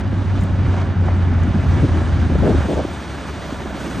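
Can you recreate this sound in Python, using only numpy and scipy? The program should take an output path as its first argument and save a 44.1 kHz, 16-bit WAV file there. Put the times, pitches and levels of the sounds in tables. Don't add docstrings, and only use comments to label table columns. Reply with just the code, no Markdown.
import sys
import numpy as np
from scipy import signal
from scipy.fft import rfft, irfft
from scipy.io import wavfile
from scipy.ndimage import uniform_filter1d

SR = 44100
rng = np.random.default_rng(int(sys.argv[2]) if len(sys.argv) > 2 else 0)


def to_wav(sig):
    pcm = np.clip(np.atleast_2d(sig), -1, 1) * 32767
    pcm = np.round(pcm).astype(np.int16)
    wavfile.write(sys.argv[1], SR, pcm.T)


def level_to_linear(level):
    exponent = np.asarray(level, float) / 20
    return 10 ** exponent


N = 176400


def rms_one(x):
    return x / np.sqrt(np.mean(x ** 2) + 1e-20)


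def in_time(rows):
    return np.interp(np.arange(N) / SR, *np.transpose(rows))


def at_hz(points, hz):
    table = np.array(points)
    return np.interp(np.log(hz), np.log(table[:, 0]), table[:, 1])


def drift(rate):
    r = np.exp(-80 * np.pi * rate / SR)
    steps = rng.standard_normal(N // 40 + 2002)
    slow = signal.lfilter([1], [1, -2 * r, r * r], steps)[2000:]
    return np.interp(np.arange(N) / 40, np.arange(len(slow)), rms_one(slow))


def bandpass(order, edges_hz):
    return signal.butter(order, edges_hz, "band", fs=SR, output="sos")


def lowpass(order, top_hz):
    return signal.butter(order, top_hz, fs=SR, output="sos")


def resonate(x, hz, width_hz, db):
    r = np.exp(-np.pi * width_hz / SR)
    feedback = [1, -2 * r * np.cos(2 * np.pi * hz / SR), r * r]
    return level_to_linear(db) * signal.lfilter([(1 - r * r) / 2, 0, (r * r - 1) / 2], feedback, x)


def clicks(per_s, spread_db):
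    sizes = level_to_linear(spread_db * np.minimum(rng.exponential(1, N), 4)) * rng.choice([-1, 1], N)
    return rms_one(sizes * (rng.random(N) < per_s / SR))


# f/Hz, likeness/0-1
LIKENESS = [(60, 0.77), (300, 0.93), (600, 0.85), (1200, 0.98), (2600, 0.99), (5600, 0.84), (9000, 1),
            (12000, 0.73)]


def stereo(mid, side, hz):
    alike = np.clip(at_hz(LIKENESS, hz), 0, 1)
    return np.sqrt(1 + alike) * mid + np.sqrt(1 - alike) * side * [[1], [-1]]


def banded(spectrum, shared_db, own_db, rate, swing_db=0, grains=0):
    top_follows = 0.59
    run_in = 8000
    out, together = 0, 0.5 * drift(rate / 3) + 0.77 * drift(rate)
    octaves = np.log2(spectrum[-1][0] / spectrum[0][0])
    edges = spectrum[0][0] * 2 ** np.arange(0, octaves + 0.3, 1 / 3)
    shared_grains = np.pad(grains + np.zeros(N), (run_in, 0)) * [[1], [0]]
    white = rng.standard_normal((2, 2, N + run_in)) + shared_grains
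    for k, (low, high) in enumerate(zip(edges, edges[1:])):
        mid, side = signal.sosfilt(bandpass(2, [low, high]), white[k % 2])[:, run_in:]
        hz = np.sqrt(low * high)
        tilt_db = swing_db * top_follows * max(np.log2(hz / 4500), 0)
        flicker_db = shared_db * together + own_db * drift(rate)
        out = out + level_to_linear(at_hz(spectrum, hz) + tilt_db + flicker_db) * stereo(mid, side, hz)
    return rms_one(out)


# t/s, f/Hz
BLADE = [(0, 96.85), (.8, 92.2), (1.3, 88.74), (1.8, 86.68), (2.4, 80.37), (3.15, 72.87), (3.6, 70.24),
         (4, 62.6)]
# t/s, level/dB
BLADE_LEVEL = [(0, -21), (.45, -18), (1.1, -15), (1.9, -19.5), (2.2, -16.5), (2.5, -20), (2.7, -29),
               (3, -33.5), (4, -34)]


def propeller():
    wobble_db, flutter_per_s = 1.4, 16
    wander_hz, wander_per_s = 0.4, 3.4
    pitch_hz = in_time(BLADE) + wander_hz * drift(wander_per_s)
    phase = 2 * np.pi * np.cumsum(pitch_hz) / SR
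    level_db = in_time(BLADE_LEVEL) + wobble_db * drift(flutter_per_s)
    return np.sqrt(2) * level_to_linear(level_db) * np.sin(phase)


# t/s, level/dB
NEAR = [(0.0, -49.5), (0.01, -42), (0.02, -54), (0.38, -49), (0.57, -52), (0.79, -48), (0.96, -56.5),
        (1.06, -51.5), (1.37, -52), (1.39, -51), (1.86, -45.5), (2.33, -48), (2.48, -44.5), (3.72, -46),
        (3.81, -42), (4.0, -44)]


def nearness():
    return in_time(NEAR)


# f/Hz, level/dB (per Hz)
ROAR = [(120, 2.5), (350, 2), (470, -2.5), (620, -2), (1000, -6), (1680, -7.5), (2200, -14.5),
        (4500, -29.5)]
# t/s, level/dB
EFFORT = [(0.0, -34), (0.5, -34.5), (0.76, -31), (2.37, -33), (2.61, -31.5), (2.99, -36), (3.56, -35),
          (4.0, -35)]


def engine_roar(swing_db):
    follows, roar_db = 0.43, 4
    bursts = level_to_linear(-7) * clicks(300.0, 3.4)
    noise = banded(ROAR, shared_db=1.16, own_db=1.0, rate=33.0, grains=bursts)
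    return level_to_linear(roar_db + in_time(EFFORT) + follows * swing_db) * noise


# f/Hz, level/dB (per Hz)
SPRAY = [(1500, -27.5), (3000, 3), (4000, -4), (5000, -7), (6200, -11), (8500, -13.5), (11000, -21),
         (15500, -29)]


def float_spray(near_db, swing_db):
    spray_db, drops_per_s, drops_db = 1.5, 1200, -11.5
    drops = level_to_linear(drops_db) * clicks(drops_per_s, 5.4)
    hiss = banded(SPRAY, shared_db=0.7, own_db=1.0, rate=16, swing_db=swing_db, grains=drops)
    return level_to_linear(spray_db + near_db) * hiss


# t/s, level/dB
WIND = [(0.0, -23), (0.33, -25.5), (0.39, -22), (0.42, -21.5), (0.78, -23.5), (0.91, -23.5), (1.8, -20.5),
        (2.23, -21), (2.49, -19), (2.75, -29.5), (2.76, -22.5), (2.93, -36), (3.92, -33.5), (4.0, -28.5)]
# f/Hz, level/dB (per Hz)
RUMBLE = [(22, -11.5), (34, -11.5), (50, -0.5), (70, 2.5), (110, -2.5), (230, -6), (400, -24.5),
          (800, -29.5)]


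def wind_rumble():
    rumble_db, thumps_per_s, thumps_db = 3, 45, -7.5
    thumps = level_to_linear(thumps_db) * clicks(thumps_per_s, 2.7)
    noise = banded(RUMBLE, shared_db=0.0, own_db=2.0, rate=14.7, grains=thumps)
    return level_to_linear(rumble_db + in_time(WIND)) * noise


# t/s, left minus right level/dB
WIND_SIDE = [(0.0, -0.5), (0.11, -1), (2.56, 1.5), (3.4, -1), (3.53, -1.5), (3.88, -3), (4.0, 3.5)]


def from_side(wind):
    return wind * level_to_linear(in_time(WIND_SIDE) * [[0.5], [-0.5]])


def self_noise():
    hiss_db, band_hz = -72, (10700, 12600)
    return level_to_linear(hiss_db) * signal.sosfilt(bandpass(4, band_hz), rng.standard_normal((2, N)))


# t/s, length/s, level/dB, extra level in the finest ring/dB
TICKS = [(.002, 0.013, -69.5, 10.5), (.408, 0.01, -53, 2), (0.422, .005, -53, -3),
         (0.4345, 0.01, -50.5, -4), (1.06, 0.0044, -57.5, 5), (1.384, .003, -77.5, 16),
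         (1.4, .003, -68, 18.5), (1.404, .003, -66, 19), (1.434, 0.0034, -48, -0.5),
         (2.022, 0.004, -57, 12), (2.89, .004, -61.5, 2)]
# f/Hz, width/Hz, level/dB
TICK_MODES = [(2400, 900, -9.5), (4000, 900, -7.5), (6900, 990, 7), (8300, 700, 0.5), (12300, 600, -15.5)]
# f/Hz, width/Hz, level/dB
FINE_RING = (14900, 1800, -16)


def ticks():
    burst, noise = np.full((2, N), 1e-18), rng.standard_normal(N)
    for s, length, db, fine_db in TICKS:
        a, n = int(s * SR), int(length * SR)
        level = level_to_linear(db + 11 + np.array([[0], [fine_db]]))
        burst[:, a:a + n] += level * noise[a:a + n] * np.exp(-1.5 * np.arange(n) / n)
    body = sum(resonate(burst[0], *mode) for mode in TICK_MODES)
    fine = resonate(resonate(burst[1], *FINE_RING), *FINE_RING[:2], 0)
    return body + fine


def ring_ports(rows, gain_db, cycles):
    soft_hz, length = 900, 4000
    out, t = np.zeros(N + length), np.arange(length) / SR
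    signs = rng.choice([-1, 1], len(rows))
    for (s, db, hz), sign in zip(rows, signs):
        a = int(s * SR)
        fading = level_to_linear(db + gain_db - 60 * t * hz / cycles)
        out[a:a + length] += sign * fading * np.sin(2 * np.pi * hz * t)
    return signal.sosfilt(lowpass(2, soft_hz), out[:N])


# t/s, peak level/dB, f/Hz
SLAPS = [(0.128, -11, 205), (0.176, -27, 899), (0.174, -29, 258), (0.222, -17, 377), (0.248, -19, 202),
         (0.295, -13, 213), (0.366, -19, 221), (0.391, -22, 280), (0.487, -15, 210), (0.533, -12, 202),
         (0.702, -15, 202), (0.822, -19, 210), (0.855, -17.5, 221), (0.968, -17, 215), (1.023, -12, 318),
         (1.075, -15, 342), (1.119, -17, 202), (1.268, -24, 213), (1.35, -20.5, 250), (1.373, -18, 231),
         (1.474, -16, 202), (1.477, -10, 242), (1.522, -16, 202), (1.556, -23, 231), (1.579, -14, 234),
         (1.683, -21, 202), (1.761, -14, 202), (1.799, -18, 342), (1.834, -19, 202), (1.834, -10.5, 406),
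         (1.89, -5.5, 237), (2.015, -5, 339), (2.104, -14, 240), (2.156, -20, 234), (2.246, -26, 266),
         (2.275, -14, 223), (2.298, -9, 202), (2.352, -6, 283), (2.38, -18, 223), (2.431, -12, 401),
         (2.47, -1.5, 336), (2.496, -10, 258), (2.656, -11, 202), (2.686, -9, 369), (2.707, -10, 466),
         (2.769, -10, 229), (2.85, -5.5, 326), (3.018, -28, 215), (3.465, -16, 326), (3.495, -23, 616),
         (3.525, -7, 256), (3.656, -24, 202), (3.775, -22, 266), (3.852, -16, 288), (3.898, -28, 264),
         (3.939, -18, 310)]


def slaps():
    return ring_ports(SLAPS, gain_db=-4, cycles=6)


# t/s, length/s, level/dB, top f/Hz
GUSTS = [(0.358, .07, -21.5, 96.7), (0.776, 0.013, -44, 960), (1.08, 0.009, -34.5, 1170),
         (1.533, 0.031, -35, 350), (1.686, 0.016, -23, 133), (1.763, 0.027, -30, 390),
         (1.819, 0.042, -22, 475), (1.806, 0.039, -14.5, 123), (2.287, 0.045, -25.5, 494),
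         (2.352, 0.011, -28.5, 504), (2.384, 0.016, -21.5, 145.4), (2.418, 0.113, -15.5, 512),
         (2.426, 0.102, -16.5, 300), (2.529, 0.036, -24.5, 492), (2.54, 0.08, -17, 99.3),
         (2.643, 0.021, -28, 490), (2.679, 0.066, -22, 582), (2.752, 0.0625, -22.5, 670),
         (2.84, 0.015, -33.5, 580), (3.646, 0.043, -36.5, 346), (3.78, 0.28, -32, 418),
         (3.893, 0.01, -41, 308), (3.985, 0.02, -29, 300)]


def gusts():
    flaps_per_s = 620
    out, t = np.zeros((2, N)), np.arange(N) / SR
    flaps = np.array([clicks(flaps_per_s, 2.0), clicks(flaps_per_s, 2.1)])
    flaps = flaps + 1.28 * rng.standard_normal((2, N))
    for s, length, db, top_hz in GUSTS:
        a, b = int(s * SR), min(N, int((s + length + 0.023) * SR))
        shape = np.sin(np.pi * np.clip((t[a:b] - s) / length, 0, 1)) ** 0.47
        dull = np.vstack([bandpass(2, [0.38 * top_hz, top_hz]), lowpass(3, 1.31 * top_hz)])
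        mid, side = signal.sosfilt(dull, flaps[:, a:b] * shape)
        level = level_to_linear(db) * np.sqrt((b - a) / (length * SR))
        out[:, a:b] += level * rms_one(mid + 0.2 * side * [[1], [-1]])
    return out


# t/s, half width/s, depth/0-1
EDDIES = [
    (0.471, 0.011, .6),
    (.57, 0.012, 0.6),
    (0.861, 0.013, 0.8),
    (.948, .018, 1),
    (1.53, 0.013, 0.96),
    (1.88, 0.0092, 0.8),
    (2.01, 0.014, 0.4),
    (2.081, 0.016, 0.1),
    (2.29, 0.021, .85),
]


def eddies():
    t = np.arange(N) / SR
    sags = [1 - min(depth, 1) * np.exp(-((t - s) / width) ** 2) for s, width, depth in EDDIES]
    return np.prod(sags, axis=0)


# t/s, peak level/dB, f/Hz
FLICKS = [(0.784, -18.5, 829), (1.08, -20, 1130), (2.354, -19, 570), (2.466, -9, 525), (2.71, -11, 525),
          (2.771, -18, 557), (2.799, -17, 571), (2.85, -22, 501), (2.939, -19, 856), (3.289, -21, 608),
          (3.494, -18, 620), (3.658, -15.5, 600), (3.777, -16, 732)]


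def flicks():
    return ring_ports(FLICKS, gain_db=-1, cycles=9.5)


# t/s, f/Hz
TREBLE_EDGE = [(0, 9750), (.35, 10560), (.6, 9700), (.75, 10700), (.95, 9730), (1.5, 10840), (2.5, 11200),
               (4, 12300)]
# f/Hz, width/Hz, depth/0-1
WATER_DIPS = [(468, 33.5, 0.61), (1843, 66, 0.46), (5260, 570, 0)]


def carried(x):
    ragged_hz, loss_db_per_khz, most_loss_db = 250, 36.5, 11
    housing_hz, housing_width_hz, housing_gain = 6240, 490, 0.57
    hz, s, frames = signal.stft(x, SR, nperseg=1024, noverlap=768, boundary="even")
    hz = hz[:, None]
    ragged = ragged_hz * np.interp(s * SR, np.arange(N), drift(9.0))
    edge_hz = np.interp(s, *np.transpose(TREBLE_EDGE)) + ragged
    over_khz = np.maximum(hz - edge_hz, 0) / 1000
    loss_db = np.minimum(loss_db_per_khz * over_khz ** 2, most_loss_db)
    lift = 1 + housing_gain * np.exp(-((hz - housing_hz) / housing_width_hz) ** 2)
    for dip_hz, width_hz, depth in WATER_DIPS:
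        lift = lift * (1 - depth * np.exp(-((hz - dip_hz) / width_hz) ** 2))
    return signal.istft(frames * lift * level_to_linear(-loss_db), SR, nperseg=1024, noverlap=768)[1][:, :N]


def scene():
    near_db = nearness()
    swing_db = near_db - near_db.mean()
    blown = eddies()
    plane = engine_roar(swing_db) + float_spray(near_db, swing_db)
    wind = from_side(wind_rumble() * np.sqrt(blown) + gusts() + slaps() + flicks())
    return propeller() * blown + carried(plane + wind) + ticks() + self_noise()


def gated(mid_side):
    gate_db, gate_from_hz = -18, 9500
    hz, _, frames = signal.stft(mid_side, SR, "cosine", nperseg=2048, noverlap=1024)
    power = uniform_filter1d(np.abs(frames) ** 2, size=16, axis=1)
    hiss = power[0, (hz > 8000) & (hz < 9000)].mean(axis=0)
    smooth_hiss = np.exp(uniform_filter1d(np.log(hiss + 1e-20), size=9))
    keep = np.repeat(power[:, 8::16] > smooth_hiss * level_to_linear(2 * gate_db), 16, axis=1)
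    frames[:, :-1] *= keep | (hz[:-1, None] < gate_from_hz)
    return signal.istft(frames, SR, "cosine", nperseg=2048, noverlap=1024)[1][:, :N]


def roll_off(x):
    return signal.sosfilt(signal.butter(12, 15900, fs=SR, output="sos"), x)


# f/Hz, phase/radians
LEAD = [(800, 0), (2500, .2), (3300, .7), (5250, 0), (8600, 0), (9200, -1.7), (10250, -3.14),
        (12050, -6.28), (13700, -9.42), (15600, -12.2)]
# f/Hz, level/dB
BALANCE_DB = [(60, 0.0), (170, -0.44), (500, -0.5), (1450, -1.9), (4180, 0.0), (12100, 0.0)]
# low f/Hz, high f/Hz
CENTRED = [(5200, 8850), (11750, 12400)]
# low f/Hz, high f/Hz
OPPOSED = (9950, 10480)


def record(dry):
    low_cut_hz = 46
    padded = np.pad(dry, ((0, 0), (0, N // 10)), "reflect")
    hz = np.arange(padded.shape[1] // 2 + 1) * SR / padded.shape[1] + 1
    half = level_to_linear(at_hz(BALANCE_DB, hz) / 2) * np.exp(0.5j * at_hz(LEAD, hz))
    left, right = rfft(padded) * [half, 1 / half] / np.sqrt(1 + (low_cut_hz / hz) ** 6)
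    mid = (left + right) / 2 * ((hz < OPPOSED[0]) | (hz > OPPOSED[1]))
    wide = np.prod([(hz < low) | (hz > high) for low, high in CENTRED], axis=0)
    side = (left - right) / 2 * wide
    mid, side = gated(irfft([mid, side]))
    ports = np.array([mid + side, mid - side])
    finished = 1.777 * np.tanh(ports / 1.808)
    return roll_off(finished)


dry = scene()
out = record(dry)
to_wav(out)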